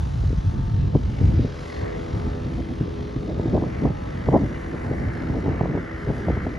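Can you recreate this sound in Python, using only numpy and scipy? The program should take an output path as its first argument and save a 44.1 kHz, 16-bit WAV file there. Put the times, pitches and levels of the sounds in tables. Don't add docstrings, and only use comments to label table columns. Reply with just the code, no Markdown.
import sys
import numpy as np
from scipy import signal
from scipy.fft import rfft, irfft, next_fast_len
from scipy.io import wavfile
from scipy.ndimage import uniform_filter1d, map_coordinates

SR = 44100
rng = np.random.default_rng(int(sys.argv[2]) if len(sys.argv) > 2 else 0)


def wrap_up_sound(samples):
    columns = np.atleast_2d(samples).T
    tamed = np.clip(columns, -1, 1)
    steps = np.round(tamed * 32767).astype(np.int16)
    wavfile.write(sys.argv[1], SR, steps)


N = 290178
SIZE = next_fast_len(N)
T = np.arange(N) / SR
F = np.maximum(np.fft.rfftfreq(SIZE, 1 / SR), 1)
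NEAR_HZ, SLOW_HZ = 59.27, 44.7


def undb(db):
    return np.exp(np.asarray(db) * (np.log(10) / 20))


def unit(x):
    return x / np.sqrt(np.mean(x ** 2))


def curves(table):
    s, *columns = np.transpose(table)
    return [np.interp(T, s, c) for c in columns]


def on_log(table, hz):
    f, value = np.transpose(table)
    return np.interp(np.log(hz), np.log(f), value)


def noise(gain):
    spectrum = rng.standard_normal(len(F)) + 1j * rng.standard_normal(len(F))
    return unit(irfft(gain * spectrum, SIZE)[:N])


def coloured(table):
    low_cut = np.minimum(F / table[0][0], 1) ** 4
    return noise(undb(on_log(table, F)) * low_cut)


def shaped(x, gain):
    return irfft(rfft(x, SIZE) * gain, SIZE)[:N]


def walk(rate_hz):
    k = 16
    held = np.repeat(rng.standard_normal(int(T[-1] * rate_hz) + 2), k)
    smooth = uniform_filter1d(uniform_filter1d(held, k), k)
    return np.interp(T * rate_hz * k, np.arange(len(smooth)), unit(smooth))


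def spread(direct, scattered, table):
    f, lead_rad, alike, pan_db = np.transpose(table)
    turn = np.exp(.5j * np.interp(F, f, lead_rad)) * undb(np.interp(F, f, pan_db) / 2)
    unlike = np.sqrt((1 - np.interp(F, f, alike)) / 2)
    common = rfft(direct, SIZE) * np.sqrt(1 - unlike ** 2)
    opposed = rfft(scattered, SIZE) * unlike
    return irfft(np.array([(common + opposed) * turn, (common - opposed) / turn]), SIZE)[:, :N]


def stack(phase, orders, shimmer_db, blur_rad):
    total = 0
    for k, db in orders:
        gain = undb(db + shimmer_db * walk(6.5)) * np.sqrt(2)
        total = total + gain * np.sin(k * (phase + blur_rad * walk(25)) + rng.uniform(0, 2 * np.pi))
    return total


def firing(hz, wander):
    return 2 * np.pi * np.cumsum(hz * (1 + wander * walk(3))) / SR


def puffs(phase, depth):
    turns = phase / (2 * np.pi)
    size = undb(2.2 * rng.standard_normal(N // 100))[turns.astype(int)]
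    pulse = np.sin(np.pi * (turns % 1) ** 0.75) ** 4
    return unit(1 + depth * size * pulse)


def gusting():
    # time_s, rumble_db, brightness_db
    steady = [(0, -27, -2), (.5, -28.5, -11), (.64, -20, -22), (.87, -18, -20), (.93, -29.5, -15),
              (1.16, -24, -16), (1.21, -16, -12), (1.33, -17.5, -12), (1.46, -19.5, -13),
              (1.49, -29.5, -14), (1.75, -37, -32), (2.3, -29, -7.5), (2.95, -30, -9.5), (3.3, -31.5, -2),
              (3.9, -28.5, -9.5), (4.7, -32, -5), (5.4, -30.5, -4), (5.9, -35.5, -12.5), (6.2, -28, -3),
              (6.58, -32.5, -4.5)]
    # peak_s, rumble_db, length_s, brightness_db
    gusts = [(0.003, -19, 0.069, -49), (0.24, -17.5, 0.19, -44), (0.383, -12, 0.013, -25),
             (0.475, -17, 0.047, -29), (0.589, -18, 0.069, -13.5), (0.957, -13.5, 0.03, -9),
             (1.073, -20, 0.14, -17), (1.82, -24.5, .07, -26), (1.975, -30.5, 0.076, 1),
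             (2.17, -26, 0.086, -11), (2.268, -23.5, 0.038, -10), (2.595, -27, 0.03, -2),
             (2.708, -29, 0.031, 1), (2.818, -26, 0.041, -5.5), (3.181, -22, 0.038, -21),
             (3.41, -27.5, 0.13, -10.5), (3.504, -25, .05, -5.5), (3.552, -22.5, 0.045, 3),
             (3.64, -25, 0.081, -2.5), (3.856, -20, 0.049, 0.5), (4.349, -22, 0.053, 5.5),
             (4.28, -21, 0.033, -3.5), (4.43, -21.5, 0.057, -5), (4.921, -26.5, 0.055, -1),
             (5.05, -25.5, 0.15, -8.5), (5.32, -27.5, 0.14, -4), (5.499, -24.5, 0.1, 0.5),
             (5.731, -27, 0.17, -1), (6.1, -27.5, 0.046, 0.5), (6.295, -23.5, 0.049, -3.5),
             (6.418, -30, 0.16, -7)]
    rumble_db, bright_db = curves(steady)
    power = undb(rumble_db) ** 2
    weighted = power * bright_db
    for s, db, length_s, gust_bright_db in gusts:
        i = slice(max(int((s - 2 * length_s) * SR), 0), int((s + 2 * length_s) * SR))
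        gust = undb(db) ** 2 * np.exp(-(2 * (T[i] - s) / length_s) ** 2)
        power[i] += gust
        weighted[i] += gust * gust_bright_db
    return 10 * np.log10(power), weighted / power


def wind():
    # centre_hz, level_db (against the rumble)
    eddies = [(26, -25.5), (40, -16), (60, -6), (90, -5.5), (130, -6), (190, -4.5), (270, -3.5), (380, -6),
              (540, -10.5), (760, -14.5), (1070, -38)]
    # frequency_hz, side_db (against the common part)
    side_levels = [(50, -24), (120, -13), (300, -11), (1000, -14)]
    rumble_db, bright_db = gusting()
    flutter, mid, side = walk(45), 0, 0
    for hz, db in eddies:
        shape = np.exp(-.5 * (np.log2(F / hz) / 0.29) ** 2)
        common, opposed = (noise(shape) for _ in range(2))
        reach = np.clip(np.log2(hz / 120) / 1.134, 0, 1.8)
        flutter_db = (0.5 + 1.3 * reach) * flutter + 1.27 * walk(20)
        gain = undb(db + rumble_db + reach * bright_db + flutter_db)
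        mid = mid + gain * common
        side = side + gain * opposed * undb(on_log(side_levels, hz))
    return np.array([mid + side, mid - side])


def plane():
    # time_s, level_db, tilt_db (per partial above the fourth)
    passing = [(0, -58.5, -2), (1, -55, -1), (1.6, -48, 1.5), (2, -41, 0), (2.5, -46.5, 2),
               (2.75, -42.5, -2.5), (3.1, -42.5, -1), (3.5, -37.5, -0.5), (4.1, -65, 4), (4.7, -47.5, -0.5),
               (5.3, -43.5, -1.5), (5.9, -45, 1), (6.58, -46, 0.5)]
    # multiple, level_db (relative)
    blade_orders = [(2, -3), (3, -1), (4, 1.5), (5, -2), (6, -5), (7, -11), (8, -15.5), (9, -24), (10, -25)]
    level_db, tilt_db = curves(passing)
    hz = 82.8 - .28 * np.maximum(T - 3.2, 0)
    phase = 2 * np.pi * np.cumsum(hz * (1 + 0.0013 * walk(3.97))) / SR
    orders = [(k, order_db + tilt_db * max(k - 4, 0)) for k, order_db in blade_orders]
    return undb(level_db) * stack(phase, orders, shimmer_db=3, blur_rad=0.06)


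def engines(near, slow):
    # time_s, hum_db, rasp_db
    near_levels = [(0, -50, -60), (.7, -48, -57.5), (1.35, -50.5, -48.5), (1.58, -57.5, -60),
                   (1.85, -41.5, -42), (2.1, -48, -53), (2.3, -45.5, -49), (2.6, -48.5, -51.5),
                   (2.9, -50, -54), (3.4, -48, -48), (3.85, -45.5, -45), (4, -45.5, -48),
                   (4.62, -49.5, -39.5), (4.92, -47, -40), (5.39, -49.5, -43), (5.66, -49, -40.5),
                   (6.58, -52, -40.5)]
    # frequency_hz, level_db (relative)
    hum_spectrum = [(100, 1), (300, -5), (350, -2), (480, -1), (540, -8), (600, -3), (720, -4), (780, -9),
                    (900, -7), (960, -15), (1100, -16), (1300, -15), (1500, -26)]
    # (per Hz, relative)
    rasp_spectrum = [(500, 6), (900, 2.5), (1450, 3.5), (1800, 3.5), (2000, 6), (2250, -0.5), (2450, -10.5),
                     (2650, -11.5), (3100, -12.5), (3700, -61.5)]
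    # time_s, level_db
    bark_levels = [(1.3, -69.5), (1.62, -57), (1.72, -47), (1.9, -51), (2.05, -55), (2.2, -52), (2.45, -67),
                   (3, -72)]
    # frequency_hz, left_lead_rad, alike (0-1), left_minus_right_db
    hum_image = [(100, .8, 1, 0), (300, 1, 1, 0), (350, 2.7, 1, 0), (600, 2.7, 1, 1), (950, 2.2, 1, 2),
                 (1300, .8, 1, 0)]
    # frequency_hz, left_lead_rad, alike (0-1), left_minus_right_db
    rasp_image = [(500, 1.5, .6, 0), (750, 2.2, .8, 0), (1000, 1.8, .8, 0), (1350, 0, .95, -2),
                  (1780, -.9, .95, -2), (1880, 1.9, .92, 5), (2300, 1.3, .9, 3), (2700, .6, .8, 0),
                  (3200, 0, 1, 0)]
    hum_db, rasp_db = curves(near_levels)
    orders = [(k, on_log(hum_spectrum, k * NEAR_HZ)) for k in range(3, 23)]
    hum = undb(hum_db) * stack(near, orders, shimmer_db=3.5, blur_rad=.065)
    gate = puffs(near, depth=0.53) * undb(rasp_db + 1.4 * walk(8.2))
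    bark_noise = noise(np.exp(-.5 * ((F - 1990) / 150) ** 2))
    bark = puffs(slow, depth=5) * undb(curves(bark_levels)[0]) * bark_noise
    direct = gate * coloured(rasp_spectrum) + bark
    scattered = gate * coloured(rasp_spectrum)
    return spread(hum, 0 * hum, hum_image) + spread(direct, scattered, rasp_image)


def hiss(near, slow):
    # time_s, hiss_db (below 7 kHz), top_db (above 7 kHz)
    hiss_levels = [(0, -42, -40.5), (.93, -44.5, -49), (1.33, -41.5, -42.5), (1.52, -39.5, -46),
                   (1.74, -39, -40.5), (1.85, -43, -44), (2.1, -41, -46), (2.6, -43.5, -44.5),
                   (2.95, -43, -50), (4.1, -45, -45), (4.86, -46.5, -43), (5.4, -45.5, -46.5),
                   (5.8, -47, -47.5), (6.16, -46.5, -40.5), (6.58, -46.5, -47.5)]
    # (per Hz, relative)
    hiss_spectrum = [(250, 18), (650, 11.5), (1000, 9.5), (1700, 3), (2500, 0.5), (4000, -2), (6000, -7),
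                     (8000, -14), (9500, -14), (10500, -20.5), (12000, -28.5), (13000, -46), (15000, -49.5)]
    # frequency_hz, left_lead_rad, alike (0-1), left_minus_right_db
    hiss_image = [(50, 0, .9, 0), (450, -.2, .3, 0), (650, 2.4, .75, 2), (950, 2.1, .7, 2),
                  (1450, .5, .75, 0), (1750, -.1, .9, 0), (1900, .9, .55, 3), (2400, .8, .6, 2),
                  (2900, 0, 1, 0), (6200, 0, 1, 0), (6450, -.5, .9, 0), (7000, -1, .82, 0),
                  (7500, -2, .8, 0), (8150, -3.14, 1, 0), (8900, -3.9, .85, 0), (10200, -5.2, .72, 0),
                  (10800, -6.28, 1, 0), (12600, -6.28, 1, 0), (13300, -8, .3, 0), (14000, -9.42, 1, 0)]
    near_share = .45
    hiss_db, top_db = curves(hiss_levels)
    near_power = near_share * puffs(near, depth=.8) ** 2
    slow_power = (1 - near_share) * puffs(slow, depth=1.1) ** 2
    low = np.sqrt(near_power + slow_power) * undb(hiss_db + .3 * walk(9.6))
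    top = puffs(near, depth=.22) * undb(top_db + 1.3 * walk(24))
    upper = 1 / (1 + (7000 / F) ** 6)
    sources = [coloured(hiss_spectrum) for _ in range(2)]
    direct, scattered = [low * shaped(h, 1 - upper) + top * shaped(h, upper) for h in sources]
    return spread(direct, scattered, hiss_image)


def through_air(x):
    patch_hz, patch_s, patch_db = 180, .2, 1.4
    f, t, frames = signal.stft(x, SR, nperseg=512)
    grid = rng.standard_normal((int(f[-1] / patch_hz) + 2, int(t[-1] / patch_s) + 2))
    places = np.meshgrid(f / patch_hz, t / patch_s, indexing="ij")
    gain = undb(patch_db * unit(map_coordinates(grid, places, order=1)))
    gain = gain / np.sqrt(np.mean(gain ** 2))
    return signal.istft(frames * gain, SR, nperseg=512)[1][:, :N]


def slaps():
    # time_s, level_db, sharpness_db (lifts the quick swings)
    slap_list = [(0.236, -18.5, -23), (.304, -13.5, -31), (0.328, -13.5, -29), (0.447, -19, -48),
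                 (0.569, -26, -35), (0.661, -31, -41), (.84, -17.5, -35), (0.95, -10, -14.5),
                 (.957, -4.5, -25), (.988, -22, -26), (1.212, -15, -28), (1.393, -7, -38), (1.446, -9, -25),
                 (2.582, -23, -38), (2.809, -8, -35), (2.877, -15.5, -35), (3.162, -11.5, -27),
                 (3.396, -12, -14), (3.456, -10, -24), (3.478, -15, -22), (3.531, -34, -12),
                 (3.553, -17, -11), (3.576, -16, -5.5), (3.622, -14, -11.5), (3.637, -17, -9.5),
                 (3.662, -14, -33), (3.821, -11, -27), (3.844, -15, -26), (3.853, -7, -14),
                 (3.872, -17.5, -21), (3.903, -13.5, -19), (4.286, -6.5, -11.5), (4.34, -19, -20),
                 (4.353, -15.5, -14), (4.366, -16.5, -21), (4.415, -25, -12), (4.432, -15.5, -30),
                 (4.74, -18, -20), (4.911, -13.5, -19), (5.298, -12, -19), (5.48, -10.5, -28),
                 (5.609, -10.5, -10), (5.632, -15, -13), (5.655, -20.5, -2.5), (5.698, -12.5, -33),
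                 (5.75, -18.5, -10), (5.774, -17, -9.5), (6.08, -18, -26), (6.101, -13, -21),
                 (6.283, -18.5, 0), (6.3, -10.5, -17), (6.37, -14.5, -15), (6.466, -15.5, -9.5)]
    # mean_hz, level_db (against the slap), lift (share of sharpness, 0-1)
    swings = [(134, -4.5, 0.08), (247.6, -4.5, 0.11), (394, -1.5, 0.34), (597, 3, 1), (862, -3, 1)]
    out = np.zeros((2, N))
    chance = rng.standard_normal((len(slap_list), 1 + 2 * len(swings)))
    for (s, db, sharp_db), (pan_db, *draw) in zip(slap_list, chance):
        i = np.arange(int((s - .03) * SR), min(int((s + .06) * SR), N))
        side_db = pan_db * np.array([[1], [-1]])
        for k, (hz, swing_db, lift) in enumerate(swings):
            length_s = .00489 * (170 / hz) ** .68
            t = T[i] - s - .001 - .9 * length_s
            pitch_hz = hz * (1 + .08 * draw[2 * k])
            swing = np.exp(-(t / length_s) ** 2) * np.cos(2 * np.pi * pitch_hz * t + draw[2 * k + 1])
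            out[:, i] += undb(db + swing_db + lift * sharp_db + side_db) * swing
    return out


def scene():
    near, slow = firing(NEAR_HZ, wander=.001), firing(SLOW_HZ, wander=.006)
    ground = through_air(engines(near, slow) + hiss(near, slow))
    return wind() + plane() + ground + slaps()


def record(dry):
    high_pass = signal.butter(3, 35, "high", fs=SR, output="sos")
    low_pass = signal.ellip(8, .2, 70, 14000, fs=SR, output="sos")
    return signal.sosfilt(low_pass, signal.sosfilt(high_pass, dry))


dry = scene()
out = record(dry)
wrap_up_sound(out)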